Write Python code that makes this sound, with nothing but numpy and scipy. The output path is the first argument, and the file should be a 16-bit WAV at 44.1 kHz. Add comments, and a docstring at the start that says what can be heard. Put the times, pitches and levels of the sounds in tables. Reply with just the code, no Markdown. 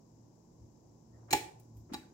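"""A faint scrape, then a sharp snap: a thumb presses down the switch lever of a rice cooker,
close to a stereo microphone in a quiet kitchen. The latch slips, the steel lever snaps home and
rings the hollow housing; as the thumb lets go, the lever settles with a fainter click.
The room answers with a short echo. Under it lie a wavering low hum, a soft rumble and faint hiss."""
import sys
import numpy as np
from scipy import signal
from scipy.fft import irfft, next_fast_len
from scipy.io import wavfile
from scipy.ndimage import uniform_filter1d

SR = 44100
rng = np.random.default_rng(int(sys.argv[2]) if len(sys.argv) > 2 else 0)


def materialize(psi):
    """Save the field psi as 16-bit PCM at rate SR to the path in sys.argv[1].

    A 1-D psi becomes a single channel; in a 2-D psi each row is a channel.
    """
    bounded = np.clip(np.atleast_2d(psi).T, -1, 1)
    quanta = np.round(bounded * 32767).astype(np.int16)
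    wavfile.write(sys.argv[1], SR, quanta)


N = 94065
RING_SAMPLES = 16384

# Contacts of the lever, close up:
# start_s, crack_db, tilt_db_per_octave, crack_t60_s, steel_db, housing_db, handle_db
LEVER_CONTACTS = [ (1.3067, -38, 2.5, .055, -38, -55, -39), (1.3118, -40, 4, .05, -38, -43.5, -50),
                  (1.3272, -21.5, 0, 0.039, -33, -41, -40), (1.3303, -18.5, -0.05, 0.025, -23.5, -28, -42),
                  (1.3329, -26.5, -1.5, 0.066, -36.5, -15, -42), (1.5970, -53.5, 8, 0.05, -90, -74, -76),
                  (1.7685, -64.5, 5.5, .08, -91, -80, -83), (1.9348, -39.5, 1.5, 0.036, -58, -40.5, -41),
                  (1.9415, -37.5, -1.5, 0.029, -52, -41.5, -33.5),
                  (1.9466, -45.5, -4.5, 0.027, -51.5, -37.5, -42.5)]

def lever():
    """Each contact cracks and rings the steel arm, the hollow housing and the plastic handle."""
    cracks, rings = np.zeros((2, N)), np.zeros((2, N))
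    steel, housing, handle = struck_parts()
    for start_s, crack_db, tilt, t60_s, steel_db, housing_db, handle_db in LEVER_CONTACTS:
        add(cracks, start_s, crack(crack_db, tilt, t60_s))
        add(rings, start_s, amp(steel_db) * steel + amp(housing_db) * housing + amp(handle_db) * handle)
    return cracks, rings


# Spectrum of the mechanism's crack: frequency_hz, level_db
CRACK_SPECTRUM = [(60, -16.5), (300, -2.5), (650, 0), (1000, -3), (1400, -7), (1750, 4), (3300, -0.5),
                  (5500, -1.5), (7500, 0), (11000, -9), (15000, -7)]
# Its balance at the microphone: frequency_hz, left_minus_right_db
CRACK_PAN = [(300, -1.5), (2000, -0.5), (6000, -1), (9000, 0.5), (14000, 5)]

def crack(level_db, tilt_db_per_octave, t60_s, rise_s=0.0008, pivot_hz=4000):
    """One contact excites short modes so crowded that they merge into a burst of noise."""
    def spectrum_db(hz):
        tilt_db = tilt_db_per_octave * np.log2(np.maximum(hz / pivot_hz, 0.1))
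        pan_db = np.array([[.5], [-.5]]) * read(CRACK_PAN, hz)
        return read(CRACK_SPECTRUM, hz) + tilt_db + pan_db

    t = np.arange(RING_SAMPLES // 2) / SR
    envelope = amp(level_db - 60 * t / t60_s) * (1 - np.exp(-t / rise_s))
    return envelope * noise(spectrum_db, size=len(t))


# Modes of the arm, housing and handle: pitch_hz, t60_s (capped by max_cycles), left_db, right_db
STEEL_MODES = [(1687, .09, -11, -6), (1812, 0.089, -11, -6.5), (2083, .22, -15, -13),
               (2380, .13, -4.5, -16.5), (2455, .16, -14, -18), (2820, 0.094, -13.5, -7),
               (4090, 0.059, 0, -5.5), (4204, 0.038, -6, -9), (5240, .03, -8, -8.5), (5910, .03, -7.5, -7),
               (6626, 0.06, -5.5, -4), (7040, 0.06, -5, -3.5), (7435, 0.045, -9, -7.5)]
HOUSING_MODES = [(273, .2, -20.5, -31), (330.5, .22, -24.5, -24.5), (384.2, .16, -17, -15),
                 (563, 0.14, -23.5, -23.5), (800.3, .11, -9.5, -11), (847, .11, -8.5, -1.5),
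                 (974, .05, -16.5, -24.5), (1161, 0.068, -24.5, -25.5)]
HANDLE_MODES = [(1146, .1, -14, -14.5), (1448, 0.082, -12.5, -13.5), (3888, .055, -2.5, -6),
                (4590, .045, -5.5, -8.5), (4980, .04, -9, -10.5), (5454, .03, -6.5, -9),
                (9570, .02, -12.5, -15), (14100, .012, -5, -9.5)]

def struck_parts():
    """The rings of the three parts; metal can ring for more cycles than plastic."""
    return (ring(STEEL_MODES, lag_s=0.00017, max_cycles=420),
            ring(HOUSING_MODES, lag_s=0.00012, max_cycles=420),
            ring(HANDLE_MODES, lag_s=0.00017, max_cycles=220))


def ring(modes, lag_s, max_cycles, rise_s=0.00067):
    """A struck part's modes die away, reaching the right microphone lag_s after the left."""
    t = np.maximum(np.arange(RING_SAMPLES) / SR - np.array([[0], [lag_s]]), 0)
    tones = np.zeros_like(t)
    for hz, t60_s, left_db, right_db in modes:
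        decay_db = 60 * t / min(t60_s, max_cycles / hz)
        tones += amp(np.array([[left_db], [right_db]]) - decay_db) * np.sin(2 * np.pi * hz * t)
    return tones * (1 - np.exp(-t / rise_s))


# Dull knocks of the cooker's body: start_s, level_db, pitch_hz, length_s
BODY_KNOCKS = [(1.3275, -34, 340, .009), (1.3390, -26, 374.4, .010), (1.3260, -39, 148.4, 0.028),
               (1.3105, -39.5, 330, 0.016), (1.9165, -35, 255, 0.0114), (1.9400, -33.5, 290, 0.0073)]

def body_knocks(lag_s=0.00034):
    """The body rocks for a few soft cycles, heard slightly later on the right."""
    knocks = np.zeros((2, N))
    for start_s, level_db, pitch_hz, length_s in BODY_KNOCKS:
        t = np.arange(0, length_s + lag_s, 1 / SR)
        t = np.clip(t - np.array([[0], [lag_s]]), 0, length_s)
        swell = amp(level_db) * np.sin(np.pi * t / length_s)
        add(knocks, start_s, swell * np.sin(2 * np.pi * pitch_hz * t))
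    return knocks


# Scrapes of the lever: start_s, length_s, level_db, centre_hz, width_octaves
SLOT_SCRAPES = [(1.119, 0.073, -78.5, 1860, .08), (1.092, 0.23, -69.5, 601, 0.49),
                (1.278, .05, -58.5, 730, 0.64), (1.730, .10, -78, 13000, .12),
                (1.888, 0.036, -64, 755, 0.61), (1.890, 0.033, -57, 328, 0.27),
                (1.92, 0.031, -53.5, 1190, 1.0), (2.024, 0.019, -66.5, 1520, 0.077)]

def slot_scrapes():
    """The lever rubs in its slot: faint bands of noise that swell and fade."""
    scrapes = np.zeros((2, N))
    t = np.arange(RING_SAMPLES // 2) / SR
    for start_s, length_s, level_db, centre_hz, width_octaves in SLOT_SCRAPES:
        swell = amp(level_db) * np.sin(np.pi * np.minimum(t / length_s, 1))
        add(scrapes, start_s, swell * noise(hump(centre_hz, width_octaves), size=len(t)))
    return scrapes


# Decay of the kitchen's echo: frequency_hz, t60_s
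KITCHEN_DECAY = [(120, 0.2), (400, 0.56), (900, 0.58), (2000, 0.34), (5000, 0.34), (9000, 0.34),
                 (15000, 0.26)]
# Strength of the echo at the microphone: frequency_hz, level_db
KITCHEN_SPECTRUM = [(120, -7.5), (250, -8), (500, -3), (850, -8.5), (1300, -8), (2000, -2.5), (5000, -5.5),
                    (9000, -6), (15000, -5)]

def kitchen_echo(sound, delay_s=0.0062, rise_s=0.013):
    """Diffuse echo of a small hard room, each band dying at its own speed."""
    hz, t, bands = signal.stft(noise(np.zeros_like, size=SR // 2), SR, nperseg=256)
    t60_s = read(KITCHEN_DECAY, hz)[:, None]
    bands *= amp(read(KITCHEN_SPECTRUM, hz)[:, None] - 60 * t / t60_s)
    bands *= np.sqrt(2 * np.log(1000) / (t60_s * SR))  # a longer decay adds no energy
    tail = signal.istft(bands, SR, nperseg=256)[1]
    tail *= np.clip((np.arange(tail.shape[1]) / SR - delay_s) / rise_s, 0, 1)
    return signal.fftconvolve(sound, tail, axes=1)[:, :N]


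# Swells of the low hum: time_s, level_db
HUM_LEVEL = [(0, -73), (.24, -60), (.46, -79.5), (.63, -56.5), (.75, -72), (.92, -62.5), (1.03, -76.5),
             (1.13, -60), (1.29, -56.5), (1.44, -57.5), (1.52, -75), (1.56, -58.5), (1.68, -61.5),
             (1.72, -55.5), (1.81, -52.5), (1.88, -67.5), (2.13, -74.5)]

def hum(pitch_hz=113.7, waver_hz=2):
    """A low tone, alike in both microphones, wavering in pitch and level."""
    drift = unit(uniform_filter1d(uniform_filter1d(rng.standard_normal(N), 3000), 3000))
    phase = 2 * np.pi * np.cumsum(pitch_hz + waver_hz * drift) / SR
    return np.sqrt(2) * np.sin(phase) * gain_curve(HUM_LEVEL)


# Swells of the deep rumble: time_s, level_db
RUMBLE_LEVEL = [(0, -82.5), (.5, -77.5), (.63, -58.5), (.75, -72), (.92, -68.5), (1.03, -79), (1.13, -61),
                (1.29, -70), (1.35, -51), (1.5, -76.5), (1.7, -80.5), (1.79, -53), (1.87, -71),
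                (1.95, -62.5), (2.13, -89)]

def rumble():
    """A narrow band of bass noise that comes and goes."""
    return noise(hump(centre_hz=74, width_octaves=0.26)) * gain_curve(RUMBLE_LEVEL)


# Room tone of the kitchen: frequency_hz, level_db
AIR_SPECTRUM = [(20, -22), (60, -10), (95, -10), (160, 0.81), (195, -7), (230, -1), (270, -7), (320, -3),
                (400, -11), (700, -18), (1000, -18), (1250, -34), (2200, -41), (9000, -46), (15000, -44)]

def room_air(left_db=-62, right_db=-60.5):
    """Steady, dark room noise, a little stronger on the right."""
    return noise(lambda hz: read(AIR_SPECTRUM, hz)) * amp([[left_db], [right_db]])


# Microphone hiss: frequency_hz, level_db
HISS_SPECTRUM = [(3000, -41.5), (4000, -10.5), (4500, -14), (4800, -4), (5600, -1), (7300, -1.5),
                 (7800, -7), (8200, -44)]

def microphone_hiss(level_db=-73.5):
    """A thin, steady hiss in the left microphone only."""
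    return noise(lambda hz: read(HISS_SPECTRUM, hz)) * amp(level_db) * np.array([[1], [0]])


# Likeness of the left and right microphones: frequency_hz, correlation
STEREO_LIKENESS = [(60, .92), (130, 0.96), (290, 0.79), (640, .25), (1400, 0)]

def noise(spectrum_db, size=N):
    """Stereo noise of rms 1 with a given spectrum, nearly mono in the bass."""
    padded = next_fast_len(size, True)
    hz = np.fft.rfftfreq(padded, 1 / SR)
    left, unrelated = np.exp(2j * np.pi * rng.random((2, len(hz))))
    likeness = read(STEREO_LIKENESS, hz)
    right = likeness * left + np.sqrt(1 - likeness ** 2) * unrelated
    return unit(irfft(np.array([left, right]) * amp(spectrum_db(hz)), padded)[:, :size])


def hump(centre_hz, width_octaves):
    """A bell-shaped spectrum in dB."""
    return lambda hz: -10 / np.log(10) * (np.log2((hz + 1) / centre_hz) / width_octaves) ** 2 / 2


def read(points, hz):
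    """Reads a table on a log-frequency axis."""
    table_hz, values = np.transpose(points)
    return np.interp(np.log(hz + 1), np.log(table_hz + 1), values)


def gain_curve(points):
    """Gain at every sample from rows of time_s, level_db."""
    return amp(np.interp(np.arange(N) / SR, *np.transpose(points)))


def amp(db):
    """Decibels to gain."""
    return 10 ** (np.asarray(db) / 20)


def unit(x):
    """Scales to rms 1."""
    return x / np.sqrt(np.mean(x ** 2) + 1e-20)


def add(mix, start_s, sound):
    """Mixes a sound in at start_s."""
    part = mix[:, round(start_s * SR):][:, :sound.shape[-1]]
    part += sound[..., :part.shape[1]]


def scene():
    """The switch close to the microphone, its echo and the quiet kitchen behind."""
    cracks, rings = lever()
    blows = cracks + body_knocks() + slot_scrapes()
    echo = kitchen_echo(blows + amp(-5) * rings)  # the close rings fill the room less than the cracks
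    return blows + rings + echo + room_air() + hum() + rumble() + microphone_hiss()


def record(dry, cutoff_hz=15900):
    """The recorder's band limit cuts the highest treble."""
    lowpass = signal.firwin(401, cutoff_hz, window=("kaiser", 9), fs=SR)
    return signal.oaconvolve(dry, lowpass[None], "same")


dry = scene()
out = record(dry)
materialize(out)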